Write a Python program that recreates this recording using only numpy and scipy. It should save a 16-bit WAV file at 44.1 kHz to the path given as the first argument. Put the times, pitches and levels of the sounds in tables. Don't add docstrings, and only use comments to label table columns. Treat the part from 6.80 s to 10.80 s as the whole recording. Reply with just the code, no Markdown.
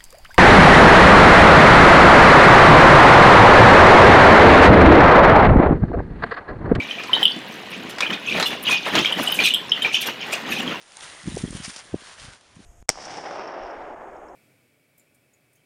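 import sys
import numpy as np
from scipy import signal
from scipy.fft import rfft, irfft, next_fast_len
from scipy.io import wavfile
from scipy.ndimage import uniform_filter1d, map_coordinates

SR = 44100
rng = np.random.default_rng(int(sys.argv[2]) if len(sys.argv) > 2 else 0)


def generate_wav(signal):
    frames = np.transpose(np.atleast_2d(signal))
    scaled = np.clip(frames, -1, 1) * 32767
    pcm = np.round(scaled).astype(np.int16)
    wavfile.write(sys.argv[1], SR, pcm)


N = 4 * SR
CONTACT_S = 0.00029

# t/s, level/dB, f/Hz, T60/s
LANDINGS = [(0, -19, 2320, 0.065), (0.087, -35, 2460, 0.19), (0.109, -14.5, 3090, 0.023),
            (0.183, -29, 2406, 0.14), (0.294, -23, 1020, 0.035), (0.3316, -6, 3069, 0.061),
            (0.35, -16.5, 3810, 0.041), (0.4289, -1.5, 3127, 0.023), (0.4533, 2.5, 3040, 0.021),
            (0.477, -7.5, 3240, 0.017), (0.518, -22.5, 4560, 0.018), (1.2225, -11.5, 2404, 0.027),
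            (1.23, -16.5, 2438, 0.079), (1.264, -15.5, 3070, 0.027), (1.303, -15, 3030, 0.02),
            (1.473, -20, 2530, 0.035), (1.485, -12.5, 2620, 0.027), (1.512, -20, 2375, 0.06),
            (1.559, -17, 2420, 0.033), (1.625, -18.5, 4060, 0.068), (1.6578, -18, 2893, 0.065),
            (1.663, -16.5, 3485, 0.034), (1.87, -16, 2990, 0.028), (1.9078, -18, 2477, 0.16),
            (2.182, -11.5, 3110, 0.037), (2.2468, 0, 2300, 0.0096), (2.257, -7.5, 3180, 0.03),
            (2.3238, -9.5, 3040, 0.029), (2.4733, -13, 2992, 0.047), (2.5225, -13, 3040, 0.033),
            (2.5895, -7, 2400, 0.033), (2.6359, -21, 3564, 0.37), (2.6727, -11, 2465, 0.036),
            (2.7048, -8.5, 2990, 0.023), (2.7375, -0.5, 3080, 0.013), (2.7447, -2, 3264, 0.014),
            (2.8944, -23.5, 5350, 0.022), (2.918, -2.5, 3062, 0.025), (3.02, -16, 3110, 0.075),
            (3.0465, -10, 2380, 0.043), (3.1147, -18, 2230, 0.017), (3.143, -5, 3000, 0.023),
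            (3.5282, -19, 2440, 0.055), (3.719, -17.5, 2545, 0.037), (3.765, -22, 2500, 0.041),
            (3.8046, -12, 2850, 0.015), (3.8764, -18, 3200, 0.036)]
# frequency ratio, level/dB
LUMP_MODES = [(1, 3.5), (1.09, -7), (1.2, -15), (1.62, -28), (3.55, -32.5)]


def clinks(level_db=1.12, attack_s=0.0015, detune=0.04, contacts=6, bounce_s=0.0083, loss_db=12):
    out, t = np.zeros(N), np.arange(SR // 10) / SR
    attack = 1 - np.exp(-(t / attack_s) ** 2)
    for start_s, db, hz, t60_s in LANDINGS:
        for bounce, jitter in enumerate(rng.standard_normal((contacts, len(LUMP_MODES) + 1))):
            ring = np.zeros(len(t))
            for mode, (ratio, mode_db) in enumerate(LUMP_MODES):
                tuning = 1 + detune * jitter[mode] if mode or bounce else 1
                ring += amp(mode_db - 60 * t / t60_s) * np.sin(2 * np.pi * hz * ratio * tuning * t)
            delay_s = bounce_s * bounce * np.exp(0.22 * jitter[-1])
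            gain = amp(db + level_db - loss_db * np.sqrt(bounce))
            add(out, start_s + delay_s, gain * ring * attack)
    return out


# centre t/s, level/dB, half-width/s
CLUSTERS = [(.1, -36, 0.24), (.935, -29.5, 0.017), (1.338, -19.5, 0.0099), (1.52, -25, 0.054),
            (1.605, -27, 0.025), (1.7, -30, 0.065), (1.88, -18.5, 0.023), (1.925, -16.5, 0.029),
            (1.975, -17.5, 0.0084), (2.075, -27.5, 0.041), (2.164, -21, 0.021), (2.21, -21, 0.074),
            (2.28, -35, 0.015), (2.41, -28.5, 0.046), (2.51, -27.5, 0.084), (2.61, -18, 0.017),
            (2.662, -10.5, 0.019), (3.06, -26, 0.039), (3.16, -16.5, 0.023), (3.225, -20, .016),
            (3.28, -29, 0.045), (3.425, -27, 0.024), (3.54, -21, 0.013), (3.73, -27, 0.052),
            (3.795, -27.5, 0.017), (3.91, -32, 0.055)]


def tumbles(level_db=-3.5, crunch_db=-11, scrape_db=-43.5):
    clatter = pieces(band_hz=(1950, 4200), t60_s=0.028, scatter_db=3.5, count=3000, centring=2)
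    crunch = pieces(band_hz=(3400, 6800), t60_s=0.018, scatter_db=4, count=3000)
    scrape = pieces(band_hz=(1700, 4600), t60_s=0.01, scatter_db=1.5, count=6000, centring=2)
    rolling = even(unit(clatter) + amp(crunch_db) * unit(crunch), span_s=0.12)
    return amp(level_db) * rolling * surges(CLUSTERS, floor_db=-45.5) + amp(scrape_db) * unit(scrape)


# centre t/s, level/dB, half-width/s
CHIP_SPRAYS = [(.73, -54, 0.011), (1.105, -41.5, 0.01), (1.335, -44.5, 0.0077), (1.52, -47.5, 0.05),
               (1.615, -39, 0.014), (1.675, -37.5, 0.026), (1.915, -34.5, 0.022), (2.08, -42, 0.01),
               (2.175, -44, 0.047), (2.26, -45.5, 0.024), (2.43, -41, 0.053), (2.485, -38, 0.02),
               (2.57, -39.5, 0.046), (2.662, -32.5, 0.029), (3.145, -38, 0.015), (3.225, -36, 0.013),
               (3.27, -32.5, 0.0091), (3.535, -34.5, 0.013), (3.722, -38, 0.019), (3.8, -42.5, 0.025)]
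# f/Hz, level/dB
GRIT_SPECTRUM = [(3000, 12), (7000, 3.5), (13000, -3), (16000, -19)]


def chips(splinter_db=0.5, grit_db=-3, clump_db=3.5):
    grit = pieces(band_hz=(3000, 16000), t60_s=0.007, scatter_db=4.5, count=2500, modes=3)
    grit = even(colour(grit, GRIT_SPECTRUM), span_s=0.05) * surges(CHIP_SPRAYS, floor_db=-48.5)
    splinters = pieces(band_hz=(5000, 14500), t60_s=0.024, scatter_db=4.2, count=1700, modes=4)
    splinters = even(splinters, span_s=0.04) * surges(CHIP_SPRAYS, floor_db=-64)
    clumps = amp(clump_db * wobble(knots_per_s=35.3))
    return amp(splinter_db) * splinters + amp(grit_db) * clumps * grit


# t/s, level/dB, centre f/Hz
BREAKS = [(0.426, -24.5, 10040), (.676, -41, 13900), (0.902, -36, 11300), (1.827, -22, 11700),
          (2.318, -28, 9500), (2.427, -19.5, 11500), (2.519, -19, 11000), (2.542, -20, 10800),
          (2.65, -17, 10500), (2.675, -23, 10500), (2.737, -16.5, 9500), (3.021, -25, 9800),
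          (3.208, -20.5, 11500), (3.524, -22, 7800)]


def snaps(level_db=-10, t60_s=0.017, pitch_spread=0.32, scatter_s=0.013, fragments=14):
    out, t = np.zeros(N), np.arange(SR // 16) / SR
    attack = 1 - np.exp(-t / CONTACT_S)
    for start_s, db, centre_hz in BREAKS:
        envelope = attack * amp(db + level_db - 60 * t / t60_s)
        for pitch, lag, strength in rng.random((fragments, 3)):
            hz = centre_hz * np.exp(pitch_spread * (2 * pitch - 1))
            add(out, start_s + scatter_s * lag, (0.5 + strength) * envelope * np.sin(2 * np.pi * hz * t))
    return out


# t/s, peak level/dB
HARD_CONTACTS = [(0.236, -21.5), (.666, -37), (1.096, -25.5), (1.1838, -18.5), (1.2062, -7), (1.598, -7),
                 (1.626, -7.5), (2.1533, -5.5), (2.189, -10), (2.2482, -12)]
# f/Hz, level/dB
CRACK_SPECTRUM = [(100, -13), (500, -0.5), (1600, 2), (4500, -3), (8000, -17), (15000, -35)]


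def cracks(t60_s=0.043):
    out, t = np.zeros(N), np.arange(SR // 20) / SR
    for start_s, db in HARD_CONTACTS:
        burst = colour(rng.standard_normal(len(t)) * amp(-60 * t / t60_s), CRACK_SPECTRUM)
        add(out, start_s, amp(db) * burst / np.abs(burst).max())
    return out


# f/Hz, level/dB
BOWL_MODES = [(2350, 5.5), (2473, 4.5), (2663, -26), (2835, -14), (3085, -2.5), (3490, 13)]
# f/Hz, level/dB
ECHO_SPECTRUM = [(5000, 1), (14000, -5.5)]


def bowl(coal, echo_db=-9, echo_t60_s=0.24, echo_rise_s=0.0009, ring_db=-24, ring_t60_s=0.34):
    t = np.arange(SR // 2) / SR
    echo = colour(rng.standard_normal(len(t)), ECHO_SPECTRUM)
    echo *= amp(-60 * t / echo_t60_s) * (1 - np.exp(-t / echo_rise_s))
    ring = sum(amp(db) * np.sin(2 * np.pi * (hz * t + rng.random())) for hz, db in BOWL_MODES)
    ring *= amp(-60 * t / ring_t60_s)
    response = amp(echo_db) * echo / np.linalg.norm(echo) + amp(ring_db) * ring / np.linalg.norm(ring)
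    return coal + signal.fftconvolve(coal, response)[:N]


# centre t/s, level/dB, half-width/s
BAG_CRUMPLES = [(.2, -37, 0.023), (.365, -30, 0.043), (.42, -27.5, 0.016), (1.24, -32, 0.037),
                (1.31, -27, 0.011), (1.345, -35, 0.03), (1.58, -25.5, 0.033), (1.63, -30, 0.029),
                (1.73, -30.5, 0.022), (1.91, -27.5, 0.037), (2.08, -25, 0.021), (2.168, -23, 0.039),
                (2.315, -32, 0.036), (2.39, -23, 0.012), (2.46, -32.5, 0.099), (2.615, -25.5, 0.021),
                (2.985, -35, 0.025), (3.062, -28, 0.022), (3.283, -28, 0.021), (3.535, -32.5, 0.072),
                (3.71, -33.5, 0.066), (3.82, -33, 0.032), (3.915, -32, 0.055)]
# f/Hz, level/dB
PAPER_SPECTRUM = [(40, -65), (110, -2), (200, 2), (450, 6.5), (850, 3), (1300, 2), (1900, 6), (3000, -1.5),
                  (5000, -9.5), (8000, -24.5), (15000, -25.5)]


def bag(level_db=2, knock_db=-2):
    creases = colour(taps(scatter_db=3.2, count=10000), PAPER_SPECTRUM)
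    knocks = pieces(band_hz=(640, 2000), t60_s=0.026, scatter_db=4.5, count=1100)
    crumple = even(unit(creases) + amp(knock_db) * unit(knocks), span_s=0.028)
    return amp(level_db) * crumple * surges(BAG_CRUMPLES, floor_db=-42)


# centre t/s, level/dB, half-width/s
LOAD_SHIFTS = [(.4, -38.5, 0.049), (.57, -32.5, 0.024), (.7, -34.5, 0.0065), (1.03, -36, 0.087),
               (1.33, -29, 0.028), (1.56, -28.5, 0.058), (1.73, -36, 0.066), (1.91, -37.5, 0.066),
               (2.18, -22, 0.042), (2.397, -24, 0.027), (2.615, -32.5, 0.049), (3.7, -32.5, 0.054),
               (3.85, -28.5, 0.075)]
# f/Hz, level/dB
THUMP_SPECTRUM = [(40, -20), (110, -14), (185, -1), (340, -0.5), (1200, -29), (5000, -103)]


def thumps(level_db=-1, hollow_db=-2):
    hollow = pieces(band_hz=(145, 330), t60_s=0.11, scatter_db=2, count=250, centring=2)
    hollow = colour(hollow, THUMP_SPECTRUM)
    thuds = colour(taps(scatter_db=1, count=900), THUMP_SPECTRUM)
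    load = even(unit(thuds) + amp(hollow_db) * unit(hollow), span_s=0.073)
    return amp(level_db) * load * surges(LOAD_SHIFTS, floor_db=-46)


# f/Hz, level/dB
AIR_SPECTRUM = [(25, -20.5), (150, 9), (500, 7), (2500, -10), (15000, -52)]


def air(level_db=-44.5):
    return amp(level_db) * unit(colour(rng.standard_normal(N), AIR_SPECTRUM))


def pieces(band_hz, t60_s, scatter_db, count, centring=1, modes=1):
    draws = rng.random((count * modes, 3 + centring))
    life, strength, polarity, pitch = np.split(draws, [1, 2, 3], axis=1)
    t = np.arange(int(t60_s * SR)) / SR
    low_hz, high_hz = band_hz
    hz = low_hz * (high_hz / low_hz) ** pitch.mean(axis=1, keepdims=True)
    gain = amp(-scatter_db * np.log(1 - 0.98 * strength)) * np.sign(polarity - 0.5)
    decay = amp(-60 * t / (t60_s * (0.5 + life)))
    attack = 1 - np.exp(-(t / CONTACT_S) ** 2)
    rings = gain * np.sin(2 * np.pi * hz * t) * decay * attack
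    starts = np.repeat(rng.integers(N, size=count), modes)
    indices = starts[:, None] + np.arange(len(t))
    return np.bincount(indices.ravel(), rings.ravel(), N)[:N]


def taps(scatter_db, count):
    indices = (rng.random(count) * N).astype(int)
    polarity, strength = rng.standard_normal((count, 2)).T
    return np.bincount(indices, np.sign(polarity) * amp(scatter_db * strength), N)


def surges(rows, floor_db, rise_scale=0.8, fall_scale=0.83):
    t = np.arange(N) / SR
    coarse_t = t[::SR // 2000]
    power = amp(floor_db) ** 2
    for centre_s, db, half_s in rows:
        width_s = half_s * np.where(coarse_t < centre_s, rise_scale, fall_scale)
        power = power + amp(db) ** 2 * np.exp(-((coarse_t - centre_s) / width_s) ** 2)
    return np.interp(t, coarse_t, np.sqrt(power))


def even(x, span_s):
    size = max(3, int(span_s * SR))
    power = uniform_filter1d(uniform_filter1d(x ** 2, size), size)
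    return x / np.sqrt(np.abs(power) + 0.02 * np.mean(x ** 2))


def colour(x, spectrum):
    size = 2 * next_fast_len(len(x) // 2 + SR // 8)
    hz, db = np.transpose(spectrum)
    curve_db = np.interp(np.log(np.fft.rfftfreq(size, 1 / SR) + 1), np.log(hz), db)
    cepstrum = irfft(np.log(amp(curve_db)))
    cepstrum[1:size // 2] *= 2
    cepstrum[size // 2 + 1:] = 0
    return irfft(rfft(x, size) * np.exp(rfft(cepstrum)))[:len(x)]


def wobble(knots_per_s):
    return map_coordinates(rng.standard_normal(N // 100), [np.arange(N) * knots_per_s / SR])


def amp(db):
    return 10 ** (np.asarray(db) / 20)


def unit(x):
    return x / np.sqrt(np.mean(x ** 2) + 1e-20)


def add(out, start_s, x):
    i = max(0, round(start_s * SR))
    out[i:i + len(x)] += x[:max(0, len(out) - i)]


def scene():
    coal = clinks() + tumbles() + chips() + snaps() + cracks()
    background = air()
    return (bowl(coal) + bag() + thumps() + background)[None]


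def record(dry, low_hz=40, top_hz=15900):
    size = next_fast_len(N + SR // 2)
    hz = np.fft.rfftfreq(size, 1 / SR)
    response = (hz / np.hypot(hz, low_hz)) ** 2 * (hz < top_hz)
    return irfft(rfft(dry, size) * response, size)[:, :N]


dry = scene()
out = record(dry)
generate_wav(out)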